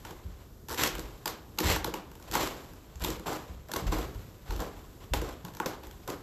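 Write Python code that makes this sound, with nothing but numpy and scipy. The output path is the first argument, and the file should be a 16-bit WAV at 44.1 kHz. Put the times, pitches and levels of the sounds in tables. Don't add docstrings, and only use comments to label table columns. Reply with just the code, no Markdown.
import sys
import numpy as np
from scipy import signal
from scipy.fft import rfft, irfft
from scipy.io import wavfile

SR = 44100
rng = np.random.default_rng(int(sys.argv[2]) if len(sys.argv) > 2 else 0)


def rack_gain(trim_db):
    fader = np.asarray(trim_db, float)
    return 10 ** (fader / 20)


def master(y):
    cut = np.clip(np.atleast_2d(y).T, -1, 1)
    pcm = np.round(cut * 32767)
    wavfile.write(sys.argv[1], SR, pcm.astype(np.int16))


N = 274566

# time in s, peak in dB, pitch of the stair in Hz, ring t60 in s.
THUDS = [(0.243, -36, 77, 0.16), (0.698, -44.5, 70.4, 0.19), (0.928, -31.5, 51.5, 0.47),
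         (1.64, -22, 78.4, 0.049), (2.293, -31, 51, 0.21), (2.948, -38.5, 62.6, 0.25),
         (3.012, -26, 56, 0.15), (3.262, -63, 45, 0.22), (3.486, -36.5, 72, 0.17), (3.82, -33, 125, 0.23),
         (3.854, -19, 49.8, 0.36), (4.141, -37.5, 100, 0.25), (4.486, -22.5, 49.6, 0.28),
         (5.107, -20.5, 53.4, 0.32), (5.44, -44, 166, 0.23), (5.86, -36, 53.3, 0.39)]
# pitch in Hz, level in dB, t60 in s.
TREAD = [(173.5, -5, 0.086), (233.7, -11, 0.15), (315.3, -2, 0.17), (369.5, -1.5, 0.12), (459, -1, 0.095),
         (492, 0, 0.061), (623, -13, 0.04)]
# pitch in Hz, level in dB, t60 in s.
BOARD = [(849, -1, 0.039), (945, 2.5, 0.024), (1102, -12.5, 0.14), (1430, -0.5, 0.017)]


def rms_one(x):
    return x / np.sqrt(np.mean(x ** 2) + 1e-20)


def at_hz(points, hz):
    table_hz, values = np.transpose(points)
    return np.interp(np.log(hz), np.log(table_hz), values)


def drift(rate_hz):
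    r = np.exp(-80 * np.pi * rate_hz / SR)
    settle = 2000
    noise = rng.standard_normal(N // 40 + settle + 2)
    slow = signal.lfilter([1], [1, -2 * r, r * r], noise)[settle:]
    return np.interp(np.arange(N) / 40, np.arange(len(slow)), rms_one(slow))


def coloured(x, spectrum):
    hz = np.maximum(np.arange(len(x) // 2 + 1) * SR / len(x), 1)
    return rms_one(irfft(rfft(x) * rack_gain(at_hz(spectrum, hz)), len(x)))


def ring(force, hz, t60):
    r = rack_gain(-60 / (t60 * SR))
    w = 2 * np.pi * hz / SR
    return signal.lfilter([0, np.sin(w)], [1, -2 * r * np.cos(w), r * r], force + 1e-18)


def body(force, modes):
    return sum((-1) ** k * rack_gain(db) * ring(force, hz, t60) for k, (hz, db, t60) in enumerate(modes))


def thuds():
    # pitch in Hz, level in dB, t60 in s.
    staircase_modes = [(42, -5, 0.23), (51.9, -0.5, 0.4), (79, -3.5, 0.33), (115.2, -3, 0.14),
                       (180, 1.5, 0.51)]
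    out, pushes = np.zeros(N), np.zeros(N)
    for s, peak_db, hz, t60 in THUDS:
        i = round(s * SR)
        push = np.hanning(round(SR / hz * 0.52))
        force = np.zeros(min(SR, N - i))
        force[:len(push)] = rack_gain(peak_db) * push / push.sum()
        force = force - np.roll(force, len(push))
        pushes[i:i + SR] += force
        out[i:i + SR] += rack_gain(-2.0) * ring(force, hz, t60)
    return out + rack_gain(-6) * body(pushes, staircase_modes)


def swaying(t):
    rise_s, t60_s, rest_db = 0.051, 0.85, -62.5
    thud_s, thud_db = np.array(THUDS)[:, :1], np.array(THUDS)[:, 1:2]
    since = np.maximum(t - thud_s, 0)
    swing = rack_gain(thud_db - 17 - 60 * since / t60_s) * (1 - np.exp(-since / rise_s))
    return swing.sum(axis=0) + rack_gain(rest_db)


def slide_rows():
    # start, firmest moment and stop in s, firmest level in dB.
    pushed = [(0.048, 0.044, 0.13, -53), (0.686, 0.72, 0.8, -45.5), (0.776, 0.851, 0.88, -29),
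              (0.884, 0.96, 1.09, -53.5), (1.631, 1.678, 1.772, -29), (1.69, 1.705, 1.732, -31),
              (2.272, 2.28, 2.29, -56), (2.331, 2.348, 2.477, -34), (3.005, 3.05, 3.17, -42),
              (3.866, 3.868, 3.89, -41), (4.458, 4.52, 4.595, -53), (5.004, 5.042, 5.06, -58),
              (5.082, 5.11, 5.01, -52), (5.83, 5.85, 5.865, -53.5)]
    # start and stop in s, start and braked level in dB.
    skids = [
        (1.269, 1.31, -39.5, -52),
        (1.584, 1.643, -43.5, -43),
        (3.26, 3.37, -47, -42.5),
        (3.761, 3.855, -32.5, -48.5),
        (3.921, 4.055, -37.5, -44),
        (5.137, 5.223, -30.5, -47),
        (5.219, 5.342, -51, -48.5),
        (5.659, 5.757, -36, -51.5),
    ]
    # start and stop in s, level in dB.
    pads = [(1.285, 1.36, -61), (1.858, 1.901, -52), (1.944, 2.01, -57), (2.345, 2.396, -55),
            (3.16, 3.223, -92), (3.263, 3.35, -61.5), (3.691, 3.80, -56.5), (4.594, 4.687, -49.5),
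            (5.444, 5.517, -62.5), (5.666, 5.757, -63.5), (6.076, 6.15, -47.5)]
    swell_db, brake_s, skid_drag_db = 7, 0.016, 7
    firm_load_db, drag_per_db, push_drag_top_db = -37, 0.45, 5
    pad_rise_s, pad_swell_db, pad_drag_db = 0.02, 1.5, 12
    rows = []
    for start, firmest, stop, db in pushed:
        drag_db = min(drag_per_db * (firm_load_db - db), push_drag_top_db)
        rows.append((start, firmest, stop, db - swell_db, db, drag_db))
    for start, stop, db, braked_db in skids:
        rows.append((start, start + brake_s, stop, db, braked_db, skid_drag_db))
    for start, stop, db in pads:
        rows.append((start, start + pad_rise_s, stop, db - pad_swell_db, db, pad_drag_db))
    return rows


def scuffs():
    # frequency in Hz, level in dB per Hz.
    rasp_spectrum = [(710, -9), (1200, -8.5), (1740, -5.5), (3390, -6), (6410, -13), (7570, -7),
                     (8000, -12), (10400, -73), (17600, -120)]
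    # frequency in Hz, level in dB per Hz.
    drag_spectrum = [(120, -9), (200, -6), (320, -5), (600, -5), (1000, -5), (1500, -12), (2500, -43)]
    # frequency in Hz, level in dB per Hz.
    sway_spectrum = [(18, -49), (30, 27.5), (50, 22), (80, 15.5), (130, 18), (220, -26)]
    # pitch in Hz, level in dB, t60 in s.
    sole_blocks = [(2200, 4, 0.0076), (3210, -26, 0.14), (4470, 2, 0.025), (6250, 8, 0.0086),
                   (7700, 6.5, 0.023)]
    # time in s, level in dB.
    effort = [(0.0, -63.5), (0.43, -63.5), (0.6, -110), (1.1, -59), (1.6, -74), (1.85, -69), (2.2, -66.5),
              (2.43, -43), (2.74, -63), (3.16, -68.5), (3.33, -49), (3.75, -73.5), (3.92, -52.5),
              (4.4, -67.5), (4.7, -58), (5.06, -71), (5.3, -64.5), (6.23, -65)]
    judder_hz, judder_db = 214, 2.5

    t, pressure, pull = np.arange(N) / SR, np.zeros(N), np.zeros(N)
    for start, firmest, stop, start_db, firm_db, drag_db in slide_rows():
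        firmest = np.clip(firmest, start + .004, stop - .004)
        times = [start - .003, start, firmest, stop, stop + .0032]
        slide = rack_gain(np.interp(t, times, [-110, start_db, firm_db, firm_db - 9.5, -110]))
        pressure += slide
        pull += slide * rack_gain(drag_db)
    rustle = rack_gain(np.interp(t, *np.transpose(effort)))

    heights = rack_gain(3.0 * np.minimum(rng.exponential(1, N), 5))
    flicks = rng.random(N) < 6000 / SR
    grains = heights * rng.choice([-1, 1], N) * flicks
    catching = rack_gain(1.82 * drift(47))
    rasp = coloured(rms_one(grains) + 0.82 * rng.standard_normal(N), rasp_spectrum[:-2])
    singing = rms_one(sum(rack_gain(db + 3.6 * drift(4.1)) * rms_one(ring(rasp, hz, t60))
                          for hz, db, t60 in sole_blocks))
    cycles = judder_hz * np.cumsum(catching / catching.mean()) / SR
    judder = rack_gain(judder_db * np.cos(2 * np.pi * cycles))
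    on_pile = catching * ((pressure + rustle) * rasp + rack_gain(-14) * pressure * singing) * judder

    drag = coloured(rng.standard_normal(N), drag_spectrum)
    shaking = catching * (pull + rack_gain(2.0) * rustle) * drag
    wood = rack_gain(-45.5) * body(shaking, TREAD) + rack_gain(-46.5) * body(shaking, BOARD)
    sway = swaying(t) * coloured(rng.standard_normal(N), sway_spectrum)
    return on_pile + rack_gain(-2.5) * shaking + wood + sway


def crack_rows():
    # time in s, peak in dB, board knock in dB relative, splinter pitch in Hz.
    board_cracks = [(0.0497, -36.5, 3.5, 3080), (0.1073, -37, 4.5, 1590), (0.835, -14.5, -3.5, 3400),
                    (1.257, -19.5, -0.5, 4950), (1.2765, -23, -3, 4860), (1.5864, -18, -0.5, 6500),
                    (1.7609, -23, 0.5, 1850), (1.8441, -20.5, -2, 4300), (1.939, -24.5, 3, 2880),
                    (2.337, -23.5, -7, 2100), (2.352, -16, -0.5, 2200), (2.4722, -24.5, -10, 1810),
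                    (3.046, -19.5, -1.5, 3680), (3.259, -41.5, 7, 2400), (3.2765, -36, 10, 1710),
                    (3.3298, -33, -0.5, 1680), (3.7362, -23.5, 3.5, 4600), (4.507, -29, -3, 4280),
                    (4.6195, -35.5, 10, 1850), (5.1357, -17, -10.5, 3570), (5.449, -33.5, -2, 1600),
                    (5.6003, -23.5, 3, 3330)]
    # time in s, peak in dB, tread body in dB relative.
    tread_cracks = [(0.9822, -34.5, 4), (0.993, -29, -17), (1.603, -22.5, -1), (1.874, -34, 4.5),
                    (2.313, -26.5, -9), (2.322, -27.5, -11), (3.021, -33, -10), (3.0385, -24, -2),
                    (3.0836, -25.5, -4.5), (3.1024, -27, -2.5), (3.1955, -39, 11), (3.7158, -25, -7),
                    (3.7631, -22, -4.5), (3.9182, -34.5, 8.5), (3.9847, -34.5, 9), (4.522, -41, 3),
                    (4.562, -35, 6), (4.6027, -28.5, 3), (5.216, -28.5, 2), (5.6597, -21.5, -6),
                    (6.0765, -30, -3), (6.101, -29, -9)]
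    # time in s, peak in dB, splinter pitch in Hz.
    ticks = [(0.8747, -23.5, 4400), (0.9515, -28, 3140), (1.5754, -40, 3730), (2.115, -41, 3060),
             (2.1533, -40.5, 3700), (2.1982, -43, 1660), (2.2247, -42.5, 7500), (2.7347, -44, 1690),
             (2.9566, -42, 7700), (2.997, -44, 7490), (3.01, -42, 5570), (3.6857, -42, 1990),
             (0.7796, -31, 3500), (4.147, -45, 1660), (5.4836, -40, 3920), (5.5362, -42, 1760),
             (5.549, -37.5, 1850), (5.5687, -34.5, 7750), (5.8345, -41, 2820), (5.869, -39.5, 1910),
             (5.911, -40.5, 3550)]
    board_to_tread_db, tread_to_board_db, tick_tread_db = -10, -11, -10.5
    rows = [(s, db, board_db + board_to_tread_db, board_db, 4.22, hz) for s, db, board_db, hz in board_cracks]
    rows += [(s, db, tread_db, tread_db + tread_to_board_db, 3.57, 1850) for s, db, tread_db in tread_cracks]
    rows += [(s, db, tick_tread_db, -5, 3.6, hz) for s, db, hz in ticks]
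    creak_s, gap_s, creak_db, step_db = 0.6852, 0.0084, -30.5, -0.2
    rows += [(creak_s + gap_s * k, creak_db - step_db * k, tick_tread_db, -2.5, 3.7, 1810) for k in range(8)]
    return rows


def cracks():
    span = 2000
    snap, low, knock = np.zeros((3, N + span))
    t = np.arange(span) / SR
    for s, peak_db, tread_db, board_db, slip_ms, splinter_hz in crack_rows():
        slips = rng.standard_normal(span) * rack_gain(3.0 * rng.standard_normal(span))
        burst = slips * np.minimum(t / 0.0002, 1) * np.exp(-(t / (slip_ms / 1000)) ** 2)
        burst = rack_gain(peak_db + 9.5) * burst / np.abs(burst).max()
        hardest = np.abs(burst) ** 6
        jolts = hardest / np.sum(hardest) * rack_gain(peak_db)
        i = round(s * SR)
        spot = slice(i, i + span)
        snap[spot] += burst + rack_gain(-23) * ring(burst, splinter_hz, .008)
        low[spot] += jolts * rack_gain(tread_db)
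        knock[spot] += jolts * rack_gain(board_db)
    bright = signal.sosfilt(signal.butter(2, 1300, "high", fs=SR, output="sos"), snap)
    out = rack_gain(-3.5) * bright + rack_gain(-2.5) * body(low, TREAD) + rack_gain(-1.5) * body(knock, BOARD)
    return out[:N]


def stairwell(x):
    # frequency in Hz, t60 in s.
    decay = [(60, 0.55), (300, 0.59), (1000, 0.52), (4000, 0.35), (12000, 0.17)]
    out, white = np.zeros(N), rng.standard_normal((2, N))
    late = round(.004 * SR)
    fill = np.exp(-1 / (.005 * SR))
    edges_hz = 35 * 2 ** np.arange(0, 9.2, .4)
    for k, (low, high) in enumerate(zip(edges_hz, edges_hz[1:])):
        band = signal.butter(2, [low, high], "band", fs=SR, output="sos")
        t60 = at_hz(decay, np.sqrt(low * high))
        keep = rack_gain(-120 / (t60 * SR))
        power = signal.sosfilt(band, x) ** 2
        energy = signal.lfilter([(1 - keep) * (1 - fill)], np.convolve([1, -keep], [1, -fill]), power)
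        field = np.sqrt(np.abs(energy)) * rms_one(signal.sosfilt(band, white[k % 2]))
        out[late:] += field[:N - late]
    return out


def house_rumble():
    # frequency in Hz, level in dB per Hz.
    rumble_spectrum = [(15, -59), (25, 8), (79, 3), (271, -7), (394, -8), (605, -17), (929, -22),
                       (1400, -22.5), (2130, -31.5), (5740, -28.5), (9000, -26.5), (16000, -25.5)]
    return rack_gain(-50.5 + 1.8 * drift(1.4)) * coloured(rng.standard_normal(N), rumble_spectrum)


def scene():
    snaps = cracks()
    feet = scuffs() + thuds()
    room = stairwell(rack_gain(-5.0) * snaps + rack_gain(-6.5) * feet)
    return (snaps + feet + room + house_rumble())[None]


def top_cut(x):
    return signal.sosfilt(signal.butter(12, 15200, fs=SR, output="sos"), x)


def record(dry):
    # frequency in Hz, width in Hz, gain in dB.
    port = [(7650, 290, 1.5), (8670, 810, -10.5), (9500, 850, -8), (10240, 2640, -7.5), (13000, 670, 1.5)]
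    x = signal.sosfilt(signal.butter(2, 36, "high", fs=SR, output="sos"), dry)
    for hz, width_hz, db in port:
        w, gain = 2 * np.pi * hz / SR, rack_gain(db / 2)
        alpha = np.sin(w) * width_hz / hz / 2
        zeros = [1 + alpha * gain, -2 * np.cos(w), 1 - alpha * gain]
        poles = [1 + alpha / gain, -2 * np.cos(w), 1 - alpha / gain]
        x = signal.lfilter(zeros, poles, x)
    x = signal.sosfilt(signal.ellip(9, .5, 42, 13880, fs=SR, output="sos"), x)
    return top_cut(x)


dry = scene()
out = record(dry)
master(out)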